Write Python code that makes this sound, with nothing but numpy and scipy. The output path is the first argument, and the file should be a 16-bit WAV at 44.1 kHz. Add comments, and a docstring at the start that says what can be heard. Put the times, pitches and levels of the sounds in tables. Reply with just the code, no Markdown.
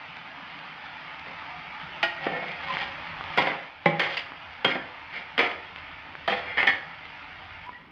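"""Noodles sizzle in a pan on a gas stove: filtered grains and noise, growing as the pan heats, over a low rumble.
From 1.3 s a steel spatula knocks and rubs a plate to scrape egg off it: noise cracks, damped modes, slip grains.
At 3.4 s the plate bumps the pan; as it tips, the sizzle dips and settles lower under the egg.
More knocks and strokes follow, and from 6.3 s both are put down with a clatter; sizzle and rumble fade from 7.7 s.
Ticks, spits and faint squeaks occur throughout; a small tiled kitchen answers, dull and almost mono."""
import sys
import numpy as np
from scipy import signal
from scipy.fft import rfft, irfft, next_fast_len
from scipy.io import wavfile
from scipy.ndimage import uniform_filter1d, map_coordinates

SR = 44100
rng = np.random.default_rng(int(sys.argv[2]) if len(sys.argv) > 2 else 0)


def transcribe(u):
    """Save the signal u as a 16-bit wav file named by the first command-line argument.

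    u: samples, shape (n,) or (channels, n), limited to [-1, 1]; the rate is SR.
    q: integer samples, one column per channel.
    """
    v = np.clip(np.atleast_2d(u).T, -1, 1)
    q = np.round(v * 32767).astype(np.int16)
    wavfile.write(sys.argv[1], SR, q)


N = 348831  # samples

# Relative spectrum of the sizzle: [f/Hz, density/dB per Hz]
SIZZLE_SPECTRUM = [(180, -36), (300, -11.5), (391, -19), (625, -5), (691, -4.5), (755, -0.5), (902, 2.5),
                   (1120, -4), (1240, 1.5), (1500, -2.5), (2160, 1), (3320, -7.5), (3960, -17),
                   (4790, -18.5), (6170, -36.5), (8020, -70.5), (13600, -120)]


def sizzle():
    """Countless steam bubbles burst under the noodles, in little flurries of shifting pitch."""
    bursts = grains(rate_hz=5000, spread_db=1.5)
    bursts = unit(bursts + 0.86 * rng.standard_normal(N))
    flurries = patchy(bursts, depth_db=2.5)
    fizz = unit(coloured(flurries, lambda hz: along(SIZZLE_SPECTRUM, hz)))
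    in_room = unit(fizz + 0.37 * kitchen(fizz))
    flicker_db = 0.22 * wobble(30) + 0.3 * wobble(6.3)
    return in_room * amp(frying_db() + fade_db() + flicker_db)


FRY_DB, HEAT_DB_PER_S = -42.5, 1.42  # starting level, growth
TIP_S, TIP_LENGTH_S, COVERED_DB = 3.6, 0.2, -43.5  # plate tips (centre), level from then on
DIP_S, DIP_REACH_S, DIP_DEPTH_DB = 3.77, 0.098, 3.7  # egg slides


def frying_db():
    """Level of the frying: it grows with the heat, dips as the egg slides and settles lower under it."""
    t = np.arange(N) / SR
    covered = np.clip((t - TIP_S) / TIP_LENGTH_S + 0.5, 0, 1)
    level_db = (1 - covered) * (FRY_DB + HEAT_DB_PER_S * t) + covered * COVERED_DB
    return level_db - DIP_DEPTH_DB * swell(DIP_S, DIP_REACH_S)


FADE_S, FADE_STEP_DB, FADE_DB_PER_S = 7.668, 4.5, 25


def fade_db():
    """At the end the level drops by a step and falls steadily."""
    after_s = np.arange(N) / SR - FADE_S
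    return -1 * (after_s > 0) * (FADE_STEP_DB + FADE_DB_PER_S * after_s)


# Blows: [t/s, level/dB, thump/dB, brightness/dB, clatter t60/s, ring/dB, rebound delay/s (0: none), struck thing]
BLOWS = [ (1.262, -37, 14.5, -8, 0.19, -13, 0, "damped plate"),
         (2.029, -21, 3, 11, 0.13, 4, 0.0019, "plate"),
         (2.266, -19, 10.5, -20, 0.061, -9.5, 0.00021, "damped plate"),
         (2.332, -29, 3, -18, 0.14, -0.5, 0, "damped plate"),
         (2.365, -31.5, 1, -19, .12, 0, 0.0016, "damped plate"),
         (2.425, -35, 10, -15, .2, -3, 0.0018, "damped plate"),
         (3.3749, -19, 9, 1, 0.25, 2.5, 0.0076, "pan rim"),
         (3.470, -20.5, 4, -11, 0.31, -4.5, 0.0007, "pan rim"), (3.858, -16.5, 3, -3.5, .2, 9, 0, "pan"),
         (3.995, -25, 9, 5.5, 0.46, -4.5, 0.00084, "spatula"),
         (4.169, -26.5, -15, 7.5, 0.17, -15, 0.0018, "spatula"),
         (4.646, -18.5, 8, 1.5, 0.19, -1, 0.0026, "plate edge"),
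         (4.752, -28, 10, -15, 0.18, -5, 0.00016, "damped plate"),
         (5.379, -19.5, 5, 1.5, 0.34, 1, 0.012, "spatula"),
         (6.277, -20.5, 1.5, -3, 0.45, -1, 0.0011, "damped plate"),
         (6.320, -25.5, -3, -6, 0.58, 1, 0.00068, "damped plate"),
         (6.573, -18.5, -8, -10.5, 0.38, 0, 0.0065, "handle"),
         (6.629, -28.5, 3, -11, 0.33, 3, 0.00051, "handle"),
         (6.670, -24, 0.5, -1, 0.28, 9, 0.0033, "handle")]
# First touch of a rebounding blow: level and ring relative to the blow, clatter decay
TOUCH_DB, TOUCH_RING_DB, TOUCH_T60_S = 0, -7, 0.07


def blows():
    """A blow without a rebound lands once; one with a rebound touches drily, rebounds and lands again to ring."""
    track = np.zeros(N)
    for s, db, thump_db, bright_db, t60_s, ring_db, rebound_s, body in BLOWS:
        if rebound_s > 0:
            touch = strike(body, thump_db, bright_db, TOUCH_T60_S, ring_db + TOUCH_RING_DB)
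            add(track, s, amp(db + TOUCH_DB) * touch)
        landing = strike(body, thump_db, bright_db, t60_s, ring_db)
        add(track, s + rebound_s, amp(db) * landing)
    return track


# Modes of the plate struck on its face: [f/Hz, level/dB, t60/s]
PLATE = [(339.6, -3.5, 0.15), (665, 5, 0.12), (838, 8.5, 0.04), (1430, -6, 0.37), (1450, -4.5, 0.13),
         (1874, 3.5, 0.25), (2436, -5, 0.38), (2800, -27, 0.33), (2880, 0, 0.17), (3140, -18, 0.13),
         (3577, -27, 0.44), (3900, -18, 0.11), (4040, -38, 0.41), (5000, -18.5, 0.16)]
# Modes of the plate struck on its edge: [f/Hz, level/dB, t60/s]
PLATE_EDGE = [(256, -1.5, 0.39), (309, -4.5, 0.39), (403, -4, 0.17), (524, 1, 0.12), (840, -8, .12),
              (1140, -2, .12), (1248, -2.5, .14), (1400, 2, 0.18), (1750, -5.5, .35), (2020, -3, 0.2),
              (2360, -3, 0.17), (2500, -7, .2), (3230, 8, 0.1), (3800, -19, .2), (4350, -26.5, 0.25)]
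# Modes of the plate damped by food or counter: [f/Hz, level/dB, t60/s]
DULL_BODY = [(197.3, -6, .35), (352.5, -4.5, 0.2), (500, 1, 0.46), (630, -4, .2), (691, 6, 0.18),
             (785, 8.5, 0.14), (1096, -8.5, 0.96), (1374, -4.5, 0.56), (1794, 8.5, 0.15), (1930, -3, .3),
             (2270, -11, 0.32), (2470, -7.5, .25), (2740, -21, 0.32), (3930, -37, .25)]
# Modes of the pan: [f/Hz, level/dB, t60/s]
PAN = [(162.2, 11, 0.36), (335.3, -1, 0.19), (510, -11.5, 0.41), (576, 1, 0.13), (819, 6.5, 0.11),
       (1060, -5.5, 0.18), (1230, -15, 0.17), (1340, -19, .35), (1660, -18.5, .35), (2000, 5, 0.07),
       (2103, -1, 0.062), (2300, -11.5, 0.22), (2430, -23, .3), (2790, -23, .3), (3305, -23, 0.16)]
# Modes of the pan's rim: [f/Hz, level/dB, t60/s]
RIM = [(164.7, -1.5, 0.28), (232, -5, 0.27), (295, -1.5, 0.15), (514, -5.5, 0.4), (810, 3.5, 0.14),
       (960, 7.5, 0.074), (1080, -4, 0.34), (1344, -14, 0.47), (1580, -11, 0.41), (2020, -6, 0.21),
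       (1990, 3, 0.1), (2130, 0, 0.29), (2310, -13, 0.27), (2465, -11.5, 0.5), (2804, -5, 0.19),
       (3350, -19, 0.2), (3500, -8.5, 0.17), (4580, -15, 0.12)]
# Modes of the steel spatula, struck or rubbed: [f/Hz, level/dB, t60/s]
SPATULA = [(259.7, -5, 0.25), (293.5, -10, 0.25), (371, -7, 0.36), (473, -1.5, 0.18), (716, -5, .4),
           (804, -11.5, .35), (1005, -9, 0.23), (1242, -5.5, 0.34), (1348, -7, 0.56), (1440, -5.5, .25),
           (1602, -5.5, 0.25), (1770, -5, .3), (1936, -3, .3), (2077, 0.5, 0.29), (2180, -6, .3),
           (2310, 1, .3), (2367, 0.5, 0.22), (2440, -5.5, 0.32), (2810, -6, .25), (2950, -13.5, 0.2),
           (3260, -15, .2), (3330, -8, .25), (4270, -23.5, .35), (5000, -25.5, 0.31)]
# Modes of the handle: [f/Hz, level/dB, t60/s]
HANDLE = [(1691, -6.5, .22), (1800, 3.5, 0.13), (1947, -1.5, .22), (2010, -4, 0.15), (2190, -0.5, 0.16),
          (2360, -11, 0.32), (2965, -7.5, 0.17), (3300, -10, 0.16), (4330, -28, 0.19), (4570, -31.5, 0.22)]
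# Struck things by name: [modes, crack/dB, clatter/dB, low cutoff/Hz]
BODIES = { "plate": (PLATE, 0, -9.5, 220), "plate edge": (PLATE_EDGE, 1.7, -9.5, 150),
          "damped plate": (DULL_BODY, -2.2, -4, 198), "pan": (PAN, -2.5, -9, 270),
          "pan rim": (RIM, -1.2, -1.9, 140), "spatula": (SPATULA, -2.8, -2.5, 233),
          "handle": (HANDLE, -12, -0.67, 170)}
SNAP_DB = -15.5  # click re blow, before a dull blow lowers it


def strike(body, thump_db, bright_db, t60_s, ring_db):
    """One contact: a click, a short crack, a chattering crowd of weak modes and the struck thing's clear modes."""
    modes, crack_db, clatter_db, cutoff_hz = BODIES[body]
    t = np.arange(SR * 2 // 3) / SR

    def size_db(hz):
        """A small object radiates little bass."""
        return -10 * np.log10(1 + (cutoff_hz / (hz + 20)) ** 8)

    def dense_db(hz):
        """A heavy contact adds bass, a hard one treble; each spot favours other modes."""
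        thump = thump_db / (1 + (hz / 700) ** 2)
        brightness = bright_db * hz ** 2 / (hz ** 2 + 2200 ** 2)
        spot = 3.5 * ripple(hz, spacing_hz=65)
        return contact_db(hz) + thump + brightness + spot + size_db(hz)

    crack = amp(crack_db - 60 * t / 0.014)
    chatter = amp(3.0 * wobble(130, count=len(t)))
    clatter = chatter * amp(clatter_db - 60 * t / max(t60_s, 0.01))
    dense = 2 * coloured((crack + clatter) * rng.standard_normal(len(t)), dense_db)
    click = amp(SNAP_DB + min(bright_db, 0)) * (t == 0)
    return click + dense + amp(ring_db) * coloured(ring(modes, t), size_db)


JOSTLE_HZ, JOSTLE_PER_S = 14.8, 400  # rms pitch shift at the knots, knot rate


def ring(modes, t):
    """Damped modes at new strengths and phases, starting near rms 1; hand and food jostle each pitch."""
    hz, db, t60_s = np.transpose(modes)[:, :, None]
    gain = amp(db + 1.5 * rng.standard_normal(hz.shape))
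    knots = np.arange(0, 1, 1 / JOSTLE_PER_S)
    shake = np.array([np.interp(t, knots, row) for row in rng.standard_normal((len(hz), len(knots)))])
    jostle_turns = JOSTLE_HZ * np.cumsum(shake, axis=1) / SR
    turns = hz * t + rng.random(hz.shape) + jostle_turns
    waves = np.sin(2 * np.pi * turns) * amp(-60 * t / t60_s)
    onset = (1 - np.exp(-t / 0.00076)) ** 2
    return (gain * waves).sum(0) / np.sqrt(np.sum(gain ** 2) / 2) * onset


# Crowd of weak modes in any contact: [f/Hz, density/dB per Hz]
CLATTER = [(50, -36.5), (120, -3.5), (180, -6.5), (750, -6.5), (1100, -1.5), (1600, -0.5), (2200, 0),
           (3300, -4.5), (3900, -13.5), (5000, -20.5), (5600, -28.5), (7500, -45), (13500, -59),
           (15500, -79)]
# Cookware resonances colouring contacts: [f/Hz, half width/Hz, lift/dB]
COOKWARE = [(544, 11, 7), (730, 120, 9), (1040, 15, -2), (1370, 24, 1.5), (1896, 27, 7), (2036, 62, 5.5),
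            (2276, 31, 5.5), (2940, 70, 2), (3270, 260, 3), (4340, 70, 3.5), (4910, 110, 6.5),
            (5950, 39, 7)]


def contact_db(hz):
    """Spectrum of a touch between utensils: the weak modes lifted at the cookware's resonances."""
    lift_db = sum(db / (1 + ((hz - centre) / width) ** 2) for centre, width, db in COOKWARE)
    return along(CLATTER, hz) + lift_db


# Spatula strokes: [t of hardest push/s, reach/s, level/dB, plate re steel/dB, rasp re ringing/dB]
STROKES = [(2.24, 0.052, -34.5, 10, -3), (2.36, 0.11, -35.5, 21, -12), (2.507, .09, -37.5, -5, -1),
           (2.733, 0.14, -30.5, 4, 0.5), (2.848, .045, -41, 22, -1), (3.313, 0.22, -42.5, 12, -2.5),
           (4.036, 0.07, -30, -4, -5), (4.13, 0.061, -35.5, -20, 10), (4.712, 0.062, -32.5, -10, -4),
           (5.167, 0.073, -36.5, -12, -3), (6.527, 0.15, -37, -13, -11.5)]
# Modes of the rubbed plate: [f/Hz, level/dB, t60/s]
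RUBBED_PLATE = [(162, -6.5, 0.24), (350, -9.5, 0.24), (556, -5.5, 0.32), (698.4, -4.5, 0.28),
                (771, 2, 0.12), (897, -2.5, 0.075), (1030, -7.5, 0.11), (1270, -5, 0.073),
                (1510, -14.5, 0.087), (1906, 1, 0.15), (2170, -1, 0.3), (2337, -1, 0.065),
                (2630, -5, 0.024)]
# Rasp of the edge over a plain touch: [f/Hz, gain/dB]
GRIT = [(200, -16), (800, 2.5), (2200, 2), (4500, 7), (8000, 1.5), (13000, -5.5)]


def scraping():
    """The blade slips in tiny jerks that set steel and plate ringing; crumbs crunch under its edge."""
    slips = grains(rate_hz=1800, spread_db=1) * amp(3 * wobble(70))
    t = np.arange(SR // 6) / SR
    rasp = unit(coloured(slips, lambda hz: contact_db(hz) + along(GRIT, hz)))
    steel_ring = ring(SPATULA, t) * amp(-60 * t / 0.38)  # extra damping
    steel = unit(signal.fftconvolve(slips, steel_ring)[:N])
    steel = unit(coloured(steel, lambda hz: -14 / (1 + (hz / 1100) ** 2)))  # less bass
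    plate = unit(signal.fftconvolve(slips, ring(RUBBED_PLATE, t))[:N])
    track = np.zeros(N)
    for s, reach_s, db, plate_db, rasp_db in STROKES:
        ringing = unit(steel + amp(plate_db) * plate)
        stroke = unit(amp(rasp_db) * rasp + ringing)
        track += amp(db) * swell(s, reach_s) * stroke
    return track


# Dry ticks, spits of fat and clicks: [t/s, peak/dB, f/Hz]
TICKS = [(0.169, -28, 4500), (0.59, -29, 3830), (1.196, -28, 4100), (2.77, -12.5, 1900),
         (3.21, -17.5, 1237), (3.24, -22, 3330), (4.32, -24, 1160), (5.761, -22, 2800), (6.153, -22, 1600),
         (6.63, -8, 2242), (7.055, -28.5, 3640), (7.693, -25.5, 1050)]


def ticks():
    """Small dry contacts, spits and clicks: a snap with a cycle or two of ring."""
    track, t = np.zeros(N), np.arange(SR // 30) / SR
    for s, db, pitch_hz in TICKS:
        snap = np.sin(2 * np.pi * pitch_hz * t) * np.exp(-t * pitch_hz / 0.6)
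        snap = coloured(snap, lambda hz: 0.65 * along(CLATTER, hz))
        add(track, s, amp(db) * snap / np.abs(snap).max())
    return track


# Brief squeaks: [t of centre/s, reach/s, level before flutter/dB, mean f/Hz]
SQUEAKS = [(1.554, 0.1, -43, 719), (2.713, 0.031, -28, 1030), (4.81, 0.054, -41, 1744),
           (7.685, 0.034, -38.5, 988.5), (7.751, 0.042, -41.5, 1910)]


def squeaks():
    """Short, faint sine notes, unsteady in pitch and level."""
    drift = 1 + 0.018 * wobble(220)
    flutter = amp(3 * wobble(110))
    seconds = np.cumsum(drift) / SR  # unsteady clock
    notes = sum(amp(db) * swell(s, reach_s) * np.sin(2 * np.pi * hz * seconds)
                for s, reach_s, db, hz in SQUEAKS)
    return flutter * notes


# Relative spectrum of the rumble: [f/Hz, density/dB per Hz]
STOVE_SPECTRUM = [(20, -16), (45, -0.5), (60, -4.5), (78, 7), (105, 1), (140, -19.5), (300, -16.5),
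                  (900, -60.5)]
# Course of the rumble, before RUMBLE_DB: [t/s, level/dB]
RUMBLE_COURSE = [(0.0, -68), (0.78, -70.5), (1.52, -63.5), (2.51, -65), (3.27, -53.5), (3.57, -70.5),
                 (3.82, -66.5), (4.05, -61.5), (5.62, -64), (5.87, -60), (6.71, -60), (6.88, -66),
                 (7.5, -59), (7.58, -59)]
# Relative spectrum of the pan's low hum: [f/Hz, density/dB per Hz]
HOLLOW_SPECTRUM = [(90, -28), (130, -1.5), (162, 5), (200, -4.5), (235, -5), (280, -1.5), (340, -13.5),
                   (500, -12), (900, -54)]
RUMBLE_DB, HUM_DB = 3, -14.5  # rumble re its course, hum re frying level


def stove():
    """A low, wandering rumble, likely from the burner, and the hollow hum of the pan, over a trace of hiss."""
    rumble = patchy(rng.standard_normal(N), depth_db=1.0)
    rumble = unit(coloured(rumble, lambda hz: along(STOVE_SPECTRUM, hz)))
    hum = patchy(rng.standard_normal(N), depth_db=4.0)
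    hum = unit(coloured(hum, lambda hz: along(HOLLOW_SPECTRUM, hz)))
    hiss = amp(-91) * rng.standard_normal(N)
    rumble_db = curve(RUMBLE_COURSE) + RUMBLE_DB + fade_db()
    return rumble * amp(rumble_db) + hum * amp(frying_db() + HUM_DB) + hiss


# Reverberation of the tiled kitchen: [f/Hz, t60/s]
KITCHEN_T60 = [(150, 0.42), (800, 0.64), (2500, 0.42), (6000, 0.4), (14000, 0.42)]


def kitchen(x):
    """The tiled room's answer: a noise tail whose decay depends on frequency, longest near 800 Hz."""
    hz, t, z = signal.stft(rng.standard_normal(SR * 2 // 3), SR, nperseg=256)
    decay = amp(-60 * t / along(KITCHEN_T60, hz)[:, None])
    tail = signal.istft(z * decay, SR, nperseg=256)[1]
    tail *= 1 - np.exp(-np.arange(len(tail)) / SR / 0.008)
    return signal.fftconvolve(x, tail / np.linalg.norm(tail))[:N]


def amp(db):
    """Decibels to gain."""
    return 10 ** (np.asarray(db) / 20)


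def unit(x):
    """x at rms 1."""
    return x / np.sqrt(np.mean(x ** 2) + 1e-20)


def along(points, hz):
    """(Hz, value) points read on a log frequency axis."""
    f, v = np.transpose(points)
    return np.interp(np.log(hz + 1), np.log(f + 1), v)


def curve(rows):
    """(s, value) rows at every sample."""
    return np.interp(np.arange(N) / SR, *np.transpose(rows))


def wobble(rate_hz, count=N):
    """A smooth random curve, rate_hz knots a second."""
    knots = rng.standard_normal(int(count * rate_hz / SR) + 4)
    return map_coordinates(knots, [np.arange(count) * rate_hz / SR])


def ripple(hz, spacing_hz):
    """Random peaks and valleys along frequency."""
    return map_coordinates(rng.standard_normal(1024), [hz / spacing_hz], mode="mirror")


def swell(s, reach_s):
    """A bell-shaped push centred on s, 17 dB down at reach_s either side."""
    return np.exp(-2 * ((np.arange(N) / SR - s) / reach_s) ** 2)


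def grains(rate_hz, spread_db):
    """Tiny random impulses, together at rms 1, a few much larger than the rest."""
    spread = np.minimum(rng.exponential(size=N), 2 * np.pi)
    sizes = amp(spread_db * spread) * rng.standard_normal(N)
    return unit(sizes * (rng.random(N) < rate_hz / SR))


def patchy(x, depth_db):
    """x with small random patches of gain in time and frequency."""
    z = signal.stft(x, nperseg=1024)[2]
    field = uniform_filter1d(rng.standard_normal(z.shape), size=2, axis=0)
    field = uniform_filter1d(field, size=5, axis=1)
    return signal.istft(z * amp(depth_db * unit(field)), nperseg=1024)[1][:N]


def coloured(x, gain_db):
    """x through the causal minimum-phase filter with gain gain_db(hz)."""
    size = 2 * next_fast_len(len(x) // 2 + 4096)
    gain = amp(gain_db(np.fft.rfftfreq(size, 1 / SR)))
    cepstrum = irfft(np.log(gain + 1e-6), size)
    cepstrum[1:size // 2] *= 2  # fold to positive time
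    cepstrum[size // 2 + 1:] = 0
    return irfft(rfft(x, size) * np.exp(rfft(cepstrum)), size)[:len(x)]


def add(track, s, sound):
    """Mix a sound into the track at time s."""
    part = track[max(round(s * SR), 0):][:len(sound)]
    part += sound[:len(part)]


def scene():
    """Utensils and frying in the room; the two channels differ only slightly."""
    utensils = blows() + ticks() + scraping() + squeaks()
    mid = utensils + amp(-8.5) * kitchen(utensils) + sizzle() + stove()
    side = amp(-33.0) * kitchen(mid)
    balance_db = [[-0.45], [0.45]]
    return np.array([mid + side, mid - side]) * amp(balance_db)


TOP_HZ = 15500


def record(dry):
    """Peaks are rounded softly; nothing passes above the band limit."""
    rounded = dry / (1 + np.abs(dry / 0.75) ** 6) ** (1 / 6)
    size = next_fast_len(N + SR // 2)
    in_band = np.fft.rfftfreq(size, 1 / SR) < TOP_HZ
    return irfft(rfft(rounded, size) * in_band, size)[:, :N]


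dry = scene()
out = record(dry)
transcribe(out)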